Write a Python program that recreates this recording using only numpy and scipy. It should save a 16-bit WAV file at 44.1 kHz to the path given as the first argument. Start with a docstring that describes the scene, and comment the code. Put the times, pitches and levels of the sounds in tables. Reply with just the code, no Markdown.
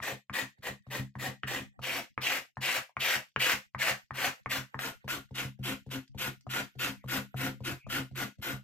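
"""In a quiet workshop, a small abrasive pad strokes the sole of a hand-held shoe about three times a second.
Each stroke lands with a tap and a thump. The grit bites and rasps as its grains catch and let go,
friction shakes the shoe, and the shoe springs back as the pad lifts off. The work moves from short
strokes at the toe to long ones down the edge, then onto the flat face of the sole."""
import sys
import numpy as np
from scipy import signal
from scipy.fft import rfft, irfft, next_fast_len
from scipy.io import wavfile
from scipy.ndimage import uniform_filter1d

SR = 44100
rng = np.random.default_rng(int(sys.argv[2]) if len(sys.argv) > 2 else 0)


def int16_out(signal):
    """Quantize to a 16-bit WAV file."""
    q = np.round(np.clip(np.atleast_2d(signal).T, -1, 1) * 32767)
    wavfile.write(sys.argv[1], SR, q.astype(np.int16))


N = 380583
TIME = np.arange(N) / SR
HZ = np.maximum(np.fft.rfftfreq(N, 1 / SR), 1)

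# The strokes. Each row: landing time in seconds, tap strength in dB, thump strength in dB,
# time the grit bites in seconds, rub length in seconds, rasp strength in dB,
# pressure gained along the rub in dB, rebound strength in dB.
STROKES = [(0.002, -32, -50.5, 0.017, 0.1, -34, 0, -43.5), (0.297, -29.5, -46, 0.33, 0.09, -31.5, 0, -46),
           (0.584, -61.5, -56, 0.6238, 0.07, -37, 4, -41.5),
           (0.867, -49, -49.5, 0.9027, 0.088, -34.5, 0, -32),
           (1.154, -34.5, -44, 1.186, 0.092, -35, 5, -40),
           (1.434, -22, -44.5, 1.4677, 0.13, -33.5, -5.5, -47),
           (1.792, -37, -51.5, 1.818, 0.17, -34.5, 2.5, -75),
           (2.178, -21, -48.5, 2.209, 0.16, -31.5, 0.5, -55),
           (2.570, -28, -46.5, 2.608, .165, -30.5, 2, -49), (2.968, -20.5, -49, 2.995, 0.16, -29, 1, -40.5),
           (3.362, -14.5, -45, 3.389, 0.14, -27, 1, -41), (3.748, -23.5, -46, 3.784, 0.12, -29.5, 2.5, -42),
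           (4.108, -26.5, -47.5, 4.135, 0.13, -34, 15, -46),
           (4.460, -22, -45.5, 4.493, 0.081, -30.5, 0, -38),
           (4.744, -25.5, -45.5, 4.788, 0.1, -35.5, 2, -60),
           (5.043, -45, -45.5, 5.079, 0.09, -33, -9.5, -41.5),
           (5.309, -46.5, -46, 5.345, 0.1, -35, -3, -36), (5.591, -50.5, -42.5, 5.630, 0.09, -34.5, 1, -49),
           (5.864, -48, -46, 5.903, 0.068, -38, -7.5, -44),
           (6.147, -45.5, -43, 6.178, 0.097, -33, -1.5, -38.5),
           (6.467, -36, -46.5, 6.494, 0.11, -32.5, 0.5, -51),
           (6.754, -51.5, -52, 6.788, 0.1, -30.5, -1.5, -40),
           (7.041, -39.5, -45.5, 7.077, 0.099, -32, 5.5, -37),
           (7.343, -32.5, -43, 7.362, 0.11, -35, 5.5, -36),
           (7.605, -43, -43.5, 7.639, 0.077, -34, -2.5, -40),
           (7.867, -37.5, -43.5, 7.891, 0.098, -32.5, 1, -38),
           (8.112, -52, -49.5, 8.151, 0.084, -34.5, 4, -44),
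           (8.385, -55, -45.5, 8.417, 0.11, -35, -2, -36.5)]
# The pad on toe, edge and face. Each row: boost of its resonance in dB, its fall along a stroke in
# octaves, low mids in dB, their swell along a stroke in dB, treble in dB, pitch of a medium tap in Hz.
PAD_TONE = [(3, .18, -0.5, 4, -2.5, 1550), (7, 0.77, 4.5, 2.5, -0.2, 1140),
            (3.5, 0.65, 0.5, 12, -0.4, 1080)]
# The pad's resonance shifts as the fingers change grip. Each row: time in seconds, pitch in Hz.
GRIP_PITCH = [(0, 2130), (1.2, 1750), (1.5, 2500), (3.0, 2320), (3.4, 2160), (4.4, 1770), (5.1, 1843),
              (5.4, 2707), (6.8, 2340), (7.1, 1867), (8.6, 1940)]
def rasp(place, noise, level_db, width_octaves=0.45, flicker_db=2.5, medium_rasp_db=-32.5):
    """All rubs at one place. The pad's resonance sinks along each, and the low mids fill in as it grips."""
    boost_db, fall_octaves, low_db, swell_db, treble_db, _ = PAD_TONE[place]
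    out = np.zeros(N)
    for stroke in STROKES:
        bite, length, rasp_db, lean_db = stroke[3:7]
        if place_of(bite) != place:
            continue
        force = pressure(bite, length, rasp_db, lean_db)
        on = np.flatnonzero(force)
        hz, t, frames = signal.stft(noise[on], SR, nperseg=256)
        hz = np.maximum(hz, 1)[:, None]
        along = np.clip(t / length, 0, 1) - .5
        grip_hz = np.interp(bite, *np.transpose(GRIP_PITCH))
        centre_hz = grip_hz * 2 ** (-(fall_octaves - 0.04 * lean_db) * along)
        db = boost_db * np.exp(-.5 * (np.log2(hz / centre_hz) / width_octaves) ** 2)
        low_mids = low_db + swell_db * along - .5 * (rasp_db - medium_rasp_db)  # harder sounds thinner
        db = db + treble_db / (1 + (4300 / hz) ** 6) + low_mids / (1 + (hz / 1000) ** 6)
        # contact patches come and go, each with its own range of pitch
        chance = rng.standard_normal((len(hz), 160))[:, :len(t)]
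        patches = uniform_filter1d(uniform_filter1d(chance, size=5, axis=0), size=4, axis=1)
        db = db + flicker_db * rms_one(patches)
        out[on] += force[on] * signal.istft(frames * from_db(db))[1][:len(on)]
    return from_db(level_db) * out


# The hand's push on toe, edge and face. Each row: bite in dB against the crest, crest time as a share
# of the rub, lift-off in dB against the crest, first tick in dB against the rasp.
HAND_PUSH = [(-5, 0.64, -4.5, -7), (-6.5, 0.21, -0.95, -13), (-6, 0.47, -5, -9)]
def pressure(bite, length, rasp_db, lean_db, rise_s=0.012, rise_db=21, fall_s=0.089, fall_db=36):
    """The pad bites quickly, rides to a crest and eases off; the hand leans in or lets up on the way."""
    bite_db, crest, lift_db, _ = HAND_PUSH[place_of(bite)]
    start, lift = bite - 0.0029, bite + length
    times = [start, start + rise_s, bite + length * np.clip(crest, .25, .95), lift, lift + fall_s]
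    on = span(times[0], times[-1])
    arch = np.interp(TIME[on], times, [bite_db - rise_db, bite_db, 0, lift_db, lift_db - fall_db])
    lean = lean_db * (np.clip((TIME[on] - bite) / length, 0, 1) - .5)
    # the pad grabs once more just before it lets go, more so when the hand leans in
    grab = np.clip(0.63 * lean_db, 0, 1.5) * np.exp(-.5 * ((TIME[on] - lift + 0.019) / 0.01) ** 2)
    out = np.zeros(N)
    out[on] = from_db(rasp_db + arch + lean + grab)
    return out


# The tone of the grit at each place. Each row: frequency in Hz, relative level in dB.
TOE_COLOUR = [(400.0, -7.5), (650.0, -7.5), (1000.0, -6.5), (1400.0, -10.5), (1900.0, -4.5),
              (2300.0, -12.5), (2900.0, -9), (3700.0, -10.5), (5500.0, -14.5), (7500.0, -13.5),
              (9800.0, -21.5), (13400.0, -13), (15000.0, -28), (15900.0, -23)]
EDGE_COLOUR = [(400.0, -12.5), (650.0, -7.5), (1000.0, -6.5), (1400.0, -4.5), (1900.0, -3), (2300.0, -2),
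               (2900.0, -3), (3700.0, -6.5), (5500.0, -8.5), (7500.0, -11), (9800.0, -18), (13400.0, -8.5),
               (15000.0, -20), (15900.0, -22)]
FACE_COLOUR = [(400.0, -5.5), (650.0, -10.5), (1000.0, -6), (1400.0, -6.5), (1900.0, -3), (2300.0, -4.5),
               (2900.0, -2), (3700.0, -6.5), (5500.0, -10.5), (7500.0, -12), (9800.0, -17.5),
               (13400.0, -6.5), (15000.0, -16), (15900.0, -40)]
# Where pad and sole ring at each place. Each row: pitch in Hz, width in Hz, boost in dB.
TOE_RINGS = [(517, 57, 6), (1168, 20, 8.5), (1890, 290, 6.5), (2454, 160, 8)]
EDGE_RINGS = [(522, 29, 11.2), (1150, 7.6, 7), (1535, 26, 4.2), (1930, 54, 2.6), (2800, 160, 1.33)]
FACE_RINGS = [(520, 8.77, 15), (704, 41, 5.6), (1436, 136, 11.96), (2120, 12, 4.6), (2580, 160, 1.8),
              (3200, 57, 1.9)]
def sanding():
    """The pad rasps over toe, edge and face in turn."""
    toe = rasp(0, grit(TOE_COLOUR, TOE_RINGS), level_db=-4.5)
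    edge = rasp(1, grit(EDGE_COLOUR, EDGE_RINGS), level_db=-6.5)
    face = rasp(2, grit(FACE_COLOUR, FACE_RINGS), level_db=-4.5)
    return toe + edge + face


def grit(colour, rings, grains_per_s=14000, size_db=1.2, clump_db=1.66, clump_hz=150):
    """Grains catch and let go in clumps; pad and sole colour their clicks."""
    grains = (rng.random(N) < grains_per_s / SR) * rng.standard_normal(N)
    grains *= from_db(size_db * np.minimum(rng.exponential(1, N), 4) + clump_db * drift(clump_hz))
    rings_db = sum(boost / (1 + (2 * (HZ - hz) / width) ** 2) for hz, width, boost in rings)
    spectrum = rfft(grains) * from_db(at_hz(colour, HZ) + rings_db) / np.sqrt(1 + (300 / HZ) ** 6)
    return irfft(spectrum, N) / np.std(irfft(spectrum * (HZ > 900), N))  # power 1 above 900 Hz


MEDIUM_TAP_DB, BURST_SAMPLES = -26, 2048
def taps(level_db=3, octaves_per_db=0.05, cycles=11, crunch_db=-14, crunch_t60=0.043):
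    """The pad slaps the sole: two short tones, higher for a harder landing, and a crunch as it beds in."""
    out = np.zeros(N)
    hit = signal.unit_impulse(BURST_SAMPLES)
    for land, tap_db, *_ in STROKES:
        hz = PAD_TONE[place_of(land)][-1] * 2 ** (octaves_per_db * (tap_db - MEDIUM_TAP_DB))
        lower = ring(hit, hz * 0.84, cycles / hz)
        upper = from_db(-3) * ring(hit, hz * 1.655, cycles / hz)
        crunch = grit_burst(hz, crunch_db, crunch_t60, cycles=7.8)
        tap = soften(lower - upper + crunch, min(2 * hz, SR / 3))  # the soft pad rounds the blow
        add_at(out, land, from_db(tap_db + level_db) * tap)
    return out


def shoe():
    """The shoe is thumped as the pad lands, shakes while it rubs and springs back as it lifts."""
    land, _, thump_db, bite, length, _, _, rebound_db = np.transpose(STROKES)
    landings = thumps(land, thump_db + 10, build_t60=0.072, upper_db=3.5)
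    rebounds = thumps(bite + length, rebound_db + 2.5, build_t60=0.065, upper_db=7)
    return landings + drag() + rebounds


# Low tones stirred by each tap and rub; the boom near 129 Hz is probably the room's resonance. Each row:
# pitch in Hz, ring time in seconds, relative level in dB when thumped, relative level in dB when dragged.
LOW_TONES = [(60, 0.2, -10, -16.5), (90.6, .12, -2, -10), (129.1, 0.26, 2, -10), (201, 0.21, -6.5, -1.5),
             (263.6, 0.16, -13, 1.5), (337, 0.15, -17, -6.5), (522, 0.11, -21, -15)]
def thumps(times, levels_db, build_t60, upper_db, softness_hz=700):
    """Soft pushes on the shoe stir the low tones, which take a moment to build up."""
    out = 0
    for k, (hz, t60, db, _) in enumerate(LOW_TONES):
        push = clicks(times, levels_db + db + upper_db * (k > 2) + rng.normal(0, 1.4, len(times)))
        tone = ring(push, hz, t60) - ring(push, hz, min(build_t60, t60 / 2))
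        out = out + (-1) ** k * tone
    return soften(out, softness_hz)


# How freely the held shoe shakes. Each row: time in seconds, strength in dB.
SHOE_SHAKE = [(0, -56.5), (1.2, -45), (2.3, -57), (3.8, -56), (4.2, -49), (5.1, -50), (5.6, -42),
              (6.7, -47.5), (7.2, -40), (8.6, -45.5)]
def drag(thrum_db=-4.5, boom_db=-4, hollow_db=-4, pressed_hz=355, released_hz=220):
    """Friction shakes the shoe: a low boom sounds all through a rub, and a thrum swells in later."""
    thrum, boom, hollow_hz = np.zeros(N), np.zeros(N), np.full(N, float(pressed_hz))
    for _, _, _, bite, length, *_ in STROKES:
        on = span(bite - length, bite + 2 * length)
        along = (TIME[on] - bite) / length
        shake = from_db(np.interp(bite, *np.transpose(SHOE_SHAKE)))
        thrum[on] += shake * np.interp(along, [0.05, .6, 1.1, 1.4], [0, 1, 1, 0])
        boom[on] += shake * ((along >= -0.16) & (along < 1.3))
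        # the contact softens as the hand eases off, so its hollow tone sinks
        hollow_hz[on] = np.interp(along, [.45, 1.25], [pressed_hz, released_hz])
    boom_tone = np.sqrt(2) * np.sin(2 * np.pi * LOW_TONES[2][0] * TIME + 0.84 * drift(2.8))
    out = from_db(boom_db) * boom * boom_tone
    out += from_db(hollow_db) * thrum * rough_tone(hollow_hz, waver_hz=18)
    for hz, t60, _, db in LOW_TONES:
        friction = rng.standard_normal(N)
        out += from_db(db + thrum_db) * ring(thrum * friction, hz, t60) / np.std(ring(friction, hz, t60))
    return out


def groans(level_db=-11, full_lean_db=5, gripped_hz=850, released_hz=640, half_length_s=0.044):
    """Where the hand leans in, the paper sticks and slips as the rub ends: a rough, sinking groan."""
    swell, hz = np.zeros(N), np.full(N, float(gripped_hz))
    for _, _, _, bite, length, rasp_db, lean_db, _ in STROKES:
        middle = bite + length - 0.01804  # just before the pad lifts
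        on = span(middle - half_length_s, middle + half_length_s)
        along = (TIME[on] - middle) / half_length_s
        strength = from_db(rasp_db) * np.clip(lean_db / full_lean_db, 0, 2) ** .5
        swell[on] += strength * np.cos(np.pi / 2 * along) ** 2
        hz[on] = np.interp(along, [-1, 1], [gripped_hz, released_hz])
    return from_db(level_db) * swell * rough_tone(hz, waver_hz=55)


# Further ticks: extra catches as the strokes at 4.79 s and 5.08 s bite, then stray grains snapping and fingers
# shifting on the pad. Each row: start in seconds, strength in dB, pitch in Hz.
FURTHER_TICKS = [(2.894, -40, 964), (4.791, -15, 1910), (5.079, -19.5, 1700), (5.923, -45, 5500),
                 (6.078, -47.5, 3980), (6.409, -46, 4460)]
def ticks(level_db=-6, t60=0.012, catch_hz=2500):
    """Tiny bursts of grit ring the pad: one as each stroke bites, extra ones at two of the bites, and a few
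    strays between strokes."""
    catches = [(bite, db + HAND_PUSH[place_of(bite)][3], catch_hz) for _, _, _, bite, _, db, *_ in STROKES]
    out = np.zeros(N)
    for start, db, hz in catches + FURTHER_TICKS:
        add_at(out, start, grit_burst(hz, db + level_db, t60, cycles=3.9))
    return out


def scuffs(level_db=-60, pitch_hz=3200, t60=0.053):
    """Grit scratches lightly as the pad settles, a little louder after a harder tap."""
    out = np.zeros(N)
    for land, tap_db, *_ in STROKES:
        db = level_db + 0.18 * (tap_db - MEDIUM_TAP_DB)
        add_at(out, land, grit_burst(pitch_hz, db, t60, cycles=1.1))
    return out


# Faint squeaks on return strokes. Each row: start in seconds, length in seconds, pitch in Hz, level in dB.
PAD_SQUEAKS = [(6.976, 0.087, 2130, -66), (7.764, 0.14, 2450, -60.5)]
def squeaks(waver_hz=70):
    """The pad lightly sticks and slips: a thin, wavering whistle that swells and fades."""
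    out = 0
    for start, length, hz, db in PAD_SQUEAKS:
        swell = np.sin(np.pi * np.clip((TIME - start) / length, 0, 1))
        out = out + from_db(db) * swell * np.sin(2 * np.pi * hz * TIME + 2 * drift(waver_hz))
    return out


def rustle(level_db=-83, flexes_per_s=70, size_db=3, pitch_hz=4200, t60=0.00059):
    """The abrasive paper crackles faintly in the fingers the whole time."""
    flexes = (rng.random(N) < flexes_per_s / SR) * rng.standard_normal(N)
    flexes *= from_db(size_db * np.minimum(rng.exponential(1, N), 3))
    return from_db(level_db) * rms_one(ring(flexes, pitch_hz, t60))


def moving(sound, echo_db, place_lead_us=(-12, -3.5, 24.5), wander_us=11):
    """Hand and shoe shift, so each stroke comes from a new angle and meets different reflections."""
    out = np.zeros((2, N + SR))
    edges = [0] + [round(stroke[0] * SR) for stroke in STROKES[1:]] + [N]
    for first, last in zip(edges, edges[1:]):
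        # extra head start at the left microphone, in microseconds
        lead_us = place_lead_us[place_of(first / SR)] + wander_us * rng.standard_normal()
        heard = workshop(sound[first:last], echo_db, lead_us)
        out[:, first:first + heard.shape[1]] += heard
    return out[:, :N]


# The room's echo. Each row: frequency in Hz, fade time in seconds, relative level in dB,
# how alike left and right are from 0 to 1.
ROOM_ECHO = [(99, 0.36, -12.5, 0.5), (390, 0.19, -3, 0.65), (1210, 0.16, -4.5, 0), (3040, 0.2, -7.5, 0.11),
             (6900, 0.21, -7.5, 0.082), (14100, 0.23, -16, 0.085)]
# A very short smear that roughens and widens the treble, strongest near 8 kHz.
# Each row: frequency in Hz, level in dB against the direct sound.
TREBLE_SMEAR = [(200, -28), (1000, -16), (2500, -9), (4500, -4), (8000, 21), (14000, -11)]
# How much louder the left microphone is. Each row: frequency in Hz, left minus right in dB.
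LEFT_LOUDER = [(60, -1), (200, 4.5), (500, 2.4), (1200, 2), (2400, 2.5), (3400, -0.5), (6000, 1.4),
               (8100, -3.5), (9600, 13), (11000, 7), (13200, 3), (15500, 17.5)]
# How far ahead the left microphone is. Each row: frequency in Hz, lead in radians.
LEFT_LEAD = [(60, -1), (2400, 0.72), (3700, 1.13), (5000, 2), (7000, 3.5), (9000, 8.5), (11000, 9.5),
             (14000, 8)]
def workshop(sound, echo_db, lead_us=0, gap_s=0.0048, smear_t60=0.037):
    """The direct sound at two microphones, with a short smear and an echo that fades band by band."""
    size = SR // 2
    t, hz = np.arange(size) / SR, np.maximum(np.fft.rfftfreq(size, 1 / SR), 1)
    mid, side = rfft(rng.standard_normal((2, size)))
    alike = np.clip(at_hz(ROOM_ECHO, hz, column=3), 0, 1)
    noise = np.sqrt((1 + alike) / 2) * mid + np.sqrt((1 - alike) / 2) * side * [[1], [-1]]
    echo = 0
    for k, (_, t60, db, _) in enumerate(ROOM_ECHO):
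        band = np.interp(np.log(hz), np.log(np.array(ROOM_ECHO)[:, 0]), np.eye(len(ROOM_ECHO))[k])
        decay = from_db(-60 * t / t60) * (t > gap_s)
        echo = echo + irfft(noise * band, size) * decay / np.linalg.norm(decay) * from_db(db + echo_db)
    sides = np.array([[.5], [-.5]])
    direct = np.exp(1j * sides * (at_hz(LEFT_LEAD, hz) + 2 * np.pi * hz * lead_us / 1e6))
    smear = rng.standard_normal((2, size)) * from_db(-60 * t / smear_t60)
    smear_gain = from_db(at_hz(TREBLE_SMEAR, hz))
    early = direct + smear_gain * rfft(smear) / np.linalg.norm(smear[0])
    pair = rfft(echo) + early / np.hypot(1, smear_gain)
    pan = from_db(sides * at_hz(LEFT_LOUDER, hz))
    echo_power = from_db(at_hz(ROOM_ECHO, hz, column=2) + echo_db) ** 2
    pair *= pan / np.sqrt(np.mean(pan ** 2, axis=0) * (1 + echo_power))  # keeps the overall loudness
    lead_in = 32  # samples of room for the side that hears it first
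    response = np.roll(irfft(pair, size), lead_in, axis=1)
    return signal.fftconvolve(sound[None], response, axes=1)[:, lead_in:]


# The tone of the quiet room. Each row: frequency in Hz, relative level in dB.
AIR_COLOUR = [(40, 2.5), (150, -8), (500, -25), (2000, -28.5), (8000, -19.5), (15000, -32)]
def still_air(level_db=-86.5):
    """The air makes a very faint, steady rumble and hiss."""
    spectrum = rfft(rng.standard_normal((2, N))) * from_db(at_hz(AIR_COLOUR, HZ))
    return from_db(level_db) * rms_one(irfft(spectrum, N))


def place_of(seconds, moves_s=(1.75, 4.7)):
    """Where the pad is: 0 on the toe, 1 on the edge, 2 on the face."""
    return int(np.searchsorted(moves_s, seconds))


def grit_burst(hz, db, t60, cycles):
    """A short, fading scratch of noise around one pitch."""
    noise = rms_one(ring(rng.standard_normal(BURST_SAMPLES), hz, cycles / hz))
    return noise * from_db(db - 60 * TIME[:BURST_SAMPLES] / t60)


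def rough_tone(hz, waver_hz):
    """A gliding tone that wavers at random."""
    phase = 2 * np.pi * np.cumsum(hz) / SR
    return drift(waver_hz) * np.sin(phase) + drift(waver_hz) * np.cos(phase)


def drift(rate_hz, step=16):
    """A smooth random wander, about 1 in size."""
    size = next_fast_len(N // step + 2)
    hz = np.fft.rfftfreq(size, step / SR)
    slow = irfft(rfft(rng.standard_normal(size)) / (1 + (hz / rate_hz) ** 2), size)
    return rms_one(np.interp(np.arange(N) / step, np.arange(size), slow))


def ring(force, hz, t60):
    """Each push starts a tone that fades by 60 dB in t60 seconds."""
    decay, turn = from_db(-60 / (t60 * SR)), 2 * np.pi * hz / SR
    return signal.lfilter([0, np.sin(turn)], [1, -2 * decay * np.cos(turn), decay * decay], force + 1e-18)


def clicks(times, db):
    out = np.zeros(N)
    out[np.clip(np.round(times * SR).astype(int), 0, N - 1)] = from_db(db)
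    return out


def soften(sound, cutoff_hz):
    return signal.sosfilt(signal.butter(2, cutoff_hz, fs=SR, output="sos"), sound)


def add_at(out, start_s, sound):
    at = round(start_s * SR)
    out[at:at + len(sound)] += sound


def span(start_s, end_s):
    return slice(*np.searchsorted(TIME, [start_s, end_s]))


def at_hz(rows, hz, column=1):
    """Read a table's column smoothly between its frequencies."""
    rows = np.array(rows)
    return np.interp(np.log(hz), np.log(rows[:, 0]), rows[:, column])


def from_db(db):
    return 10 ** (np.asarray(db) / 20)


def rms_one(sound):
    return sound / np.sqrt(np.mean(sound ** 2) + 1e-20)


def scene():
    """Two separate layers of the same rasp, each with its own reflections, give a wider sound."""
    first_layer = moving(sanding() + scuffs() + ticks(), echo_db=3)
    second_layer = moving(sanding() + groans() + squeaks() + rustle(), echo_db=2.5)
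    slaps = workshop(taps(), echo_db=0.5)[:, :N]
    body = workshop(shoe(), echo_db=-3)[:, :N]
    return first_layer + second_layer + slaps + body + still_air()


# Sound fainter than this is hushed. Each row: frequency in Hz, threshold in dB per Hz.
HUSH_BELOW = [(50, -87), (130, -80), (260, -85.5), (800, -102), (2000, -113), (6000, -122), (15000, -124)]
def noise_suppressor(sound, depth_db=-22):
    """Bands of pitch that sink below the threshold are turned down."""
    framing = dict(nperseg=1024, noverlap=768, scaling="psd")
    hz, _, frames = signal.stft(sound, SR, **framing)
    power = uniform_filter1d(np.mean(np.abs(frames) ** 2, axis=0), size=5, axis=0)
    threshold = from_db(at_hz(HUSH_BELOW, np.maximum(hz, 1)))[:, None] ** 2
    over = (power / threshold) ** 2
    gain = (over + from_db(depth_db)) / (over + 1)
    return signal.istft(frames * gain, SR, **framing)[1][:, :N]


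def record(dry):
    """The pauses are hushed and the treble is cut steeply above 15800 Hz."""
    return signal.sosfilt(signal.ellip(10, .2, 70, 15800, fs=SR, output="sos"), noise_suppressor(dry))


dry = scene()
out = record(dry)
int16_out(out)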